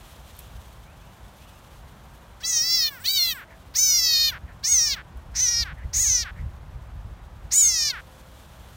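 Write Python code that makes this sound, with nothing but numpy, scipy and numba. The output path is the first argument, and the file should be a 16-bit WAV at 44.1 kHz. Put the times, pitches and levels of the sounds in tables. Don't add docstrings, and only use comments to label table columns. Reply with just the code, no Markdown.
import sys
import numpy as np
from scipy import signal
from scipy.fft import rfft, irfft
from scipy.io import wavfile
from scipy.ndimage import uniform_filter1d
from numba import njit

SR = 44100
rng = np.random.default_rng(int(sys.argv[2]) if len(sys.argv) > 2 else 0)


def wav_out(sig):
    wavfile.write(sys.argv[1], SR, np.round(np.clip(np.atleast_2d(sig).T, -1, 1) * 32767).astype(np.int16))


N = 386316

# start_s, jaws_open_s, voice_clears_s, jaws_shut_s, end_s
SCREAM_TIMES = [(2.405, 2.431, 2.445, 2.9, 3.0), (3.0, 3.038, 3.082, 3.34, 3.445),
                (3.74, 3.748, 3.778, 4.31, 4.382), (4.63, 4.634, 4.69, 4.955, 5.02),
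                (5.342, 5.348, 5.4, 5.644, 5.732), (5.93, 5.93, 5.995, 6.243, 6.312),
                (7.508, 7.511, 7.546, 7.922, 8.008)]
# first_pitch_hz, last_pitch_hz, first_mouth_hz, mouth_width_hz, roughness,
# edge_db, top_hz, top_db, top_swell_db, throat_db, groan_db, lip_seal_db_per_s
SCREAM_VOICES = [(476, 420, 2000, 360, 0.09, -39.5, 15600, -37, 6, -42, -4.5, 49),
                 (464, 197, 2000, 530, 0.18, -32.5, 14650, -34, 1, -41.5, -2, 130),
                 (472.6, 148, 3550, 960, 0.07, -38.5, 14150, -35.5, 0, -41, 0.5, 241),
                 (524, 150, 3500, 580, 0.13, -38.5, 15400, -42, -3, -42, 0.5, 242.5),
                 (230.7, 162, 5100, 390, .08, -39, 12870, -44.5, -1, -41.5, 0, 264),
                 (355.5, 176, 5000, 620, 0.22, -39, 13320, -43.5, -6.5, -44, 4, 263),
                 (420, 210, 4200, 750, 0.05, -38, 13400, -45.5, 2, -42, 3, 283)]
# time_s, pitch_hz
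HELD_PITCH = [
    [(2.435, 642), (2.477, 680), (2.587, 616), (2.619, 626), (2.647, 661), (2.753, 688), (2.835, 617.4),
     (2.877, 607), (2.89, 591)],
    [(3.045, 586), (3.055, 613), (3.089, 756), (3.123, 780), (3.163, 768), (3.203, 707.5), (3.295, 667.8),
     (3.325, 620)],
    [(3.76, 612), (3.786, 742), (3.808, 764), (3.85, 769), (3.972, 703), (4.004, 674.5), (4.164, 616.5),
     (4.268, 616.6), (4.295, 598)],
    [(4.645, 589), (4.661, 600), (4.685, 715), (4.723, 737), (4.749, 704), (4.791, 646), (4.807, 626),
     (4.847, 616.7), (4.93, 541)],
    [(5.39, 420.5), (5.402, 482), (5.418, 509), (5.434, 514), (5.478, 472.5), (5.522, 479.5),
     (5.542, 467.3), (5.62, 471)],
    [(5.96, 477), (5.996, 637), (6.01, 683), (6.026, 683), (6.058, 586), (6.11, 518), (6.2, 471.6),
     (6.22, 469)],
    [(7.525, 533), (7.543, 710), (7.569, 772), (7.603, 784), (7.651, 716), (7.675, 715.3), (7.793, 620),
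     (7.869, 588.6), (7.895, 567)],
]
# time_s, resonance_hz, level_db
OPEN_MOUTH = [
    [(2.445, 4650, -23.5), (2.469, 6160, -29.5), (2.491, 6340, -22.5), (2.603, 5740, -21.5),
     (2.657, 4950, -26), (2.733, 5220, -20.5), (2.803, 5070, -21), (2.861, 4320, -21.5), (2.88, 4220, -26)],
    [(3.055, 4000, -29.5), (3.081, 4320, -20.5), (3.133, 4280, -24), (3.159, 4210, -20.5),
     (3.213, 4150, -21.5), (3.32, 3770, -27.5)],
    [(3.765, 6350, -19), (3.831, 6080, -17.5), (4.045, 5100, -21), (4.115, 4420, -20), (4.285, 4334, -20)],
    [(4.65, 5850, -22.5), (4.692, 6440, -22.5), (4.728, 6430, -16.5), (4.786, 5930, -17.5),
     (4.884, 5490, -24.5), (4.935, 4390, -25)],
    [(5.365, 5950, -27.5), (5.389, 6040, -22), (5.435, 6100, -18.5), (5.531, 5530, -24), (5.593, 5200, -24),
     (5.615, 5120, -25.5)],
    [(5.945, 6510, -22.5), (6.009, 6650, -20.5), (6.153, 6000, -19.5), (6.215, 5480, -27.5)],
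    [(7.525, 6920, -22), (7.585, 6990, -15.5), (7.667, 6590, -15), (7.715, 5740, -23), (7.885, 5200, -24),
     (7.895, 5220, -21)],
]
# start_s, end_s, roughness
RASPS = [(2.486, 2.56, .45), (2.791, 2.82, 0), (3.251, 3.31, 0.33), (3.859, 3.901, 0.37),
         (4.72, 4.774, 0.5), (6.09, 6.153, 0.42)]
# centre_s, half_width_s, jump_db
CRACKS = [(2.52, 0.016, -3.5), (3.061, .004, 4), (3.069, 0.0041, -0.5), (3.128, 0.011, -3.5),
          (3.778, 0.00491, -6), (4.011, 0.0067, -5.5), (4.025, 0.01806, -2.5), (4.873, 0.0057, 3),
          (4.892, 0.0091, -2.5), (5.506, 0.0071, -1.5), (5.632, 0.0059, 3), (6.242, 0.005, 3),
          (7.639, 0.0078, -2.5), (7.88, 0.0078, 2), (7.896, 0.0058, -9)]
def frog(mouth_db, top_db, throat_db, flutter_db):
    t = clock()
    screams = [scream(*cry) for cry in zip(SCREAM_TIMES, SCREAM_VOICES, HELD_PITCH, OPEN_MOUTH)]
    pitch, rough, mouth_hz, width_hz, top_hz, loud, edge, top, wall = in_time(np.vstack(screams))
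    gape = np.clip((loud + 50) / 26, 0, 1)
    rasps = sum(amount * ((t > start) & (t < end)) for start, end, amount in RASPS)
    rough = rough + uniform_filter1d(rasps, size=500)
    cracks_db = sum(db * np.exp(-((t - s) / half_width) ** 2) for s, half_width, db in CRACKS)
    pulses, puffs = vocal_folds(pitch * (1 + .0017 * cracks_db), rough)
    source = pulses + (.0015 + .021 * rough) * puffs
    breathy = pulses + (.045 + .19 * rough) * puffs
    mouth_gain = from_db(loud + mouth_db + cracks_db + flutter_db * drift(62))
    cry = mouth_gain * mouth(source, mouth_hz, width_hz)
    cry += from_db(edge) * bright_edge(breathy)
    cry += from_db(top + top_db) * top_mode(breathy, top_hz)
    cry += from_db(wall + throat_db) * throat(source, gape)
    return sounding(screams, fade_s=.00622) * cry


def scream(timing, voice, held_pitch, held_mouth):
    start, opens, clears, shuts, end = timing
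    first_hz, last_hz, first_mouth_hz, width_hz, hoarse = voice[:5]
    edge_db, top_hz, top_db, top_swell_db, throat_db, groan_db, seal_db_per_s = voice[5:]
    t = np.linspace(start, end, 600)
    since, left = np.maximum(t - opens, 0), np.maximum(shuts - t, 0)
    along = since / (since + left) - .5
    unopened, closing = np.exp(-since / .006), np.exp(-left / .0076)
    shut = np.maximum(unopened, closing)
    closed_s = np.maximum(np.maximum(opens - t, t - shuts), 0)
    sealed_db = seal_db_per_s * closed_s

    release_s, release_hz = held_pitch[-1]
    spent = np.clip((t - release_s) / (end - release_s), 0, 1)
    droop = spent ** 4
    pitch = np.interp(t, *np.transpose([(start, first_hz), *held_pitch]))
    pitch += (last_hz - pitch) * (.64 * spent + .36 * droop)
    sunk_octaves = np.clip(np.log2(release_hz / pitch), 0, 1) * (t > shuts)
    attack = np.exp(-(since / (clears - opens)) ** 6)
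    rough = hoarse + .7 * attack + .25 * sunk_octaves

    times, resonances, levels = np.transpose(held_mouth)
    mouth_hz, held_db = np.interp(t, times, resonances), np.interp(t, times, levels)
    mouth_hz += (first_mouth_hz - mouth_hz) * np.exp(-since / .0093)
    mouth_hz += (3107 - mouth_hz) * np.exp(-left / .017)
    width = width_hz * 2 ** (.4 * (levels.mean() - held_db))
    width += (1100 - width) * shut
    leak = 1 - np.exp(-closed_s / .008)
    mouth_hz += (5500 - mouth_hz) * leak
    width += (2200 - width) * leak
    sagging_top_hz = top_hz - 1500 * along

    effort = np.log2(pitch / 620)
    edge_hz, edge_width_hz, _ = EDGE_MODES[0]
    nearness = np.log2(2090 / np.maximum(edge_hz - mouth_hz, edge_width_hz))
    loud = held_db - 25.5 * shut - sealed_db - 13 * sunk_octaves
    edge = edge_db + 9 * effort + 10.5 * nearness - 10.5 * shut - sealed_db - 13 * sunk_octaves
    top = top_db + 10.5 * effort + top_swell_db * along - 11.5 * shut - sealed_db

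    strain = np.maximum(np.log2(pitch / 715), 0)
    catch = np.exp(-((t - shuts) / .0089) ** 2)
    wall = throat_db + 4.5 * along - 6.5 * unopened + groan_db * closing
    wall -= 40 * strain + 8 * catch + 7 * droop
    return np.transpose([t, pitch, rough, mouth_hz, width, sagging_top_hz, loud, edge, top, wall])


def vocal_folds(pitch_hz, rough, waver=.0024, shimmer_db=.15):
    jitter = .0005 + .009 * rough
    hz = pitch_hz * (1 + waver * drift(61.33) + jitter * drift(440))
    phase = np.cumsum(hz) / SR
    offset = (phase - np.round(phase)) * SR / hz
    pulses = np.sinc(.85 * offset) * np.exp(-(offset / 9) ** 2)
    puffs = rng.standard_normal(N) * np.cos(np.pi * phase) ** 4
    return pulses * from_db(shimmer_db * (1 + 6 * rough) * drift(200)), puffs


# centre_hz, width_hz, level_db
PALATE_MODES = [(3076, 100, -22.5), (3884, 504, -21.5), (5560, 320, -15), (6960, 110, -33)]
def mouth(source, centre_hz, width_hz, palate_db_per_octave=-15.5):
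    palate = from_db(palate_db_per_octave * np.log2(centre_hz / 5200)) * resonate(source, PALATE_MODES)
    peak = formant(source, centre_hz, width_hz)
    ring = formant(peak, centre_hz, width_hz=2370) + palate
    return even(cut(cut(ring, 1600, "high", order=3), 8310, "low", order=5))


# centre_hz, width_hz, level_db
EDGE_MODES = [(7830, 590, 10), (9630, 990, -1), (11870, 210, 1), (12800, 470, -13), (15370, 550, -5)]
def bright_edge(source):
    return even(cut(resonate(source, EDGE_MODES), 6980, "high", order=6))


def top_mode(source, centre_hz):
    return even(cut(formant(source, centre_hz, width_hz=750), 11000, "high", order=4))


def throat(source, gape, shut_hz=1572, open_hz=2000, leak_db=-23):
    ring = formant(source, shut_hz + (open_hz - shut_hz) * gape, width_hz=376)
    dull = cut(cut(ring, 860, "high", order=3), 3800, "low", order=5)
    leak = from_db(leak_db) * gape * cut(source, (2600, 3400), "band")
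    return even(dull + leak)


# centre_s, length_s, level_db
GASPS = [(3.52, 0.068, -53), (4.5, 0.05, -51), (5.81, 0.075, -49.5), (6.39, 0.08, -51.5)]
def gasps(squeak_hz, width_hz):
    squeak = formant(rng.standard_normal(N), squeak_hz * (1 + .07 * drift(20)), width_hz)
    return swells(GASPS) * rms_one(cut(squeak, (1200, 2800), "band"))


# start_s, relative_level_db
TICKS = [(0.3654, -37), (0.39, -25.5), (0.4044, -38), (5.1721, -46.5)]
# frequency_hz, level_db
TICK_SPECTRUM = [(1500, -20), (2500, -6), (4000, -13), (7000, -9.5), (14000, 2), (16000, -21)]
def leaf_ticks(t60_s, gain_db):
    t = clock()
    bursts = sum((t >= s) * from_db(db - 60 * np.clip((t - s) / t60_s, 0, 2)) for s, db in TICKS)
    return from_db(gain_db) * bursts * noise(TICK_SPECTRUM)


# time_s, level_db
BREEZE = [(0, -47), (.5, -45), (.7, -49), (1.9, -50.5), (2.2, -47), (3.4, -52.5), (4.4, -43), (5.1, -45.5),
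          (5.7, -39.5), (6.9, -40.5), (7.7, -48.5), (8.76, -49)]
# centre_s, length_s, level_db
GUSTS = [(4.44, 0.047, -35.5), (5.17, 0.049, -35.5), (5.3, 0.053, -35), (5.61, 0.056, -33),
         (5.73, 0.053, -32.5), (5.86, .06, -32), (5.99, 0.075, -28.5), (6.1, .06, -35.5),
         (6.22, 0.043, -38), (6.44, 0.11, -27), (6.78, 0.08, -34), (7.08, 0.086, -36.5), (7.46, .05, -34)]
# frequency_hz, density_db
WIND_SPECTRUM = [(25, -15), (40, 2.5), (62, 6.5), (80, -1), (120, -5), (160, -13), (250, -28.5),
                 (400, -38.5)]
def wind(gain_db, lump_db):
    breeze = from_db(in_time(BREEZE)[0] + gain_db + lump_db * drift(7.1))
    return np.hypot(breeze, swells(GUSTS)) * noise(WIND_SPECTRUM)


# start_s, length_s, start_pitch_hz, level_db
CHIRPS = [(.35, .13, 2150, -65), (.42, 0.083, 2900, -70), (.845, 0.091, 2080, -63), (.93, .1, 2850, -71),
          (.985, .1, 2220, -66), (1.377, 0.13, 2200, -64), (1.5, .1, 2250, -66)]
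# start_s, length_s, pitch_hz, level_db
COOS = [(3.431, 0.18, 658, -59), (3.55, .23, 498, -69), (7.95, 0.48, 521.5, -59)]
def bird(calls, rise_hz_per_s):
    out = np.zeros(N)
    for start, length, hz, db in calls:
        age, at = np.arange(int(length * SR)) / SR, int(start * SR)
        envelope = from_db(db) * np.sqrt(2 * np.sin(np.pi * age / length))
        phase = np.cumsum(hz + rise_hz_per_s * age) / SR
        out[at:at + len(age)] += envelope * np.sin(2 * np.pi * phase)
    return out


# time_s, relative_level_db
HISS_LEVEL = [(0, -60), (.5, -58.5), (.9, -65), (1.3, -62), (2.2, -64.5), (3.6, -66.5), (5.15, -70),
              (6.6, -69), (7.4, -70), (8.1, -61.5), (8.76, -61)]
# frequency_hz, density_db
HISS_SPECTRUM = [(2200, -5), (3300, 1.5), (4900, -6.5), (6000, -5), (9700, -8), (10500, -9), (12500, -8.5),
                 (15000, -9), (16000, -16)]
def hiss(gain_db, flicker_db):
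    level_db = in_time(HISS_LEVEL)[0] + gain_db + flicker_db * drift(25)
    return from_db(level_db) * noise(HISS_SPECTRUM)


# frequency_hz, density_db
WASH_SPECTRUM = [(90, 4), (150, 3), (200, -0.5), (280, -5.5), (430, -8), (560, -4.5), (980, -5),
                 (1550, -10), (2040, -15.5), (3000, -20.5)]
def far_wash(level_db):
    return from_db(level_db + .5 * drift(8.8)) * noise(WASH_SPECTRUM)


# delay_s, gain_db
LEAF_ECHOES = [(.0009, -22), (.0027, -24.5), (.0062, -20)]
def garden(x, tail_db, t60_s):
    t = clock()
    echoes = sum(from_db(db) * np.interp(t - delay, t, x) for delay, db in LEAF_ECHOES)
    age = t[:SR // 2]
    scatter = rng.standard_normal(len(age)) * from_db(-60 * age / t60_s) * (1 - np.exp(-age / .014))
    tail = signal.fftconvolve(x, scatter / np.linalg.norm(scatter))[:N]
    return x + echoes + from_db(tail_db) * tail


def resonate(x, modes):
    out = 0
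    for k, (hz, width_hz, db) in enumerate(modes):
        r = np.exp(-np.pi * width_hz / SR)
        zeros = np.array([1, 0, -1]) * (1 - r * r) / 2
        poles = [1, -2 * r * np.cos(2 * np.pi * hz / SR), r * r]
        out = out + (-1) ** k * from_db(db) * signal.lfilter(zeros, poles, x)
    return out


def formant(x, hz, width_hz):
    return glide(x, hz, np.maximum(width_hz, 50) * np.ones(N))


@njit
def glide(x, hz, width_hz):
    y, r = np.zeros(len(x)), np.exp(-np.pi * width_hz / SR)
    for i in range(2, len(x)):
        drive = (1 - r[i] ** 2) / 2 * (x[i] - x[i - 2])
        y[i] = drive + 2 * r[i] * np.cos(2 * np.pi * hz[i] / SR) * y[i - 1] - r[i] ** 2 * y[i - 2]
    return y


def cut(x, hz, kind, order=2):
    return signal.sosfilt(signal.butter(order, hz, kind, fs=SR, output="sos"), x + 1e-18)


def noise(spectrum):
    hz, db = np.transpose(spectrum)
    octave, known = np.log2(np.maximum(np.arange(N // 2 + 1) * SR / N, 1)), np.log2(hz)
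    beyond = np.abs(octave - np.clip(octave, known[0], known[-1]))
    gain = from_db(np.interp(octave, known, db) - 10 * beyond)
    return rms_one(irfft(rfft(rng.standard_normal(N)) * gain, N))


def drift(rate_hz):
    r = np.exp(-40 * np.pi * rate_hz / SR)
    slow = signal.lfilter([1], [1, -2 * r, r * r], rng.standard_normal(N // 20 + 4002))[4000:]
    return np.interp(np.arange(N) / 20, np.arange(len(slow)), rms_one(slow))


def swells(rows):
    return sum(from_db(db) * np.exp(-(2 * (clock() - s) / length) ** 2) for s, length, db in rows)


def sounding(curves, fade_s):
    t = clock()
    return sum(np.clip(np.minimum(t - c[0][0], c[-1][0] - t) / fade_s + .5, 0, 1) for c in curves)


def in_time(rows):
    times, *columns = np.transpose(rows)
    return [np.interp(clock(), times, column) for column in columns]


def even(x):
    power = uniform_filter1d(uniform_filter1d(x * x, size=400), size=400)
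    return x / np.sqrt(np.abs(power) + 1e-12)


def rms_one(x):
    return x / np.sqrt(np.mean(x ** 2) + 1e-20)


def from_db(db):
    return 10 ** (np.asarray(db) / 20)


def clock():
    return np.arange(N) / SR


def scene():
    voice = frog(mouth_db=.22, top_db=.5, throat_db=1, flutter_db=1.07)
    voice += gasps(squeak_hz=1850, width_hz=220)
    birds = bird(CHIRPS, rise_hz_per_s=7800) + bird(COOS, rise_hz_per_s=0)
    mono = garden(voice, tail_db=-41, t60_s=.25) + garden(birds, tail_db=-6, t60_s=.34)
    mono += leaf_ticks(t60_s=.028, gain_db=-10)
    mono += wind(gain_db=.16, lump_db=1.94)
    mono += hiss(gain_db=3, flicker_db=1.67) + far_wash(level_db=-51)
    return np.array([mono, mono])


def record(dry):
    cutoff_hz = 15850
    return signal.sosfilt(signal.ellip(12, .1, 80, cutoff_hz, fs=SR, output="sos"), dry)


dry = scene()
out = record(dry)
wav_out(out)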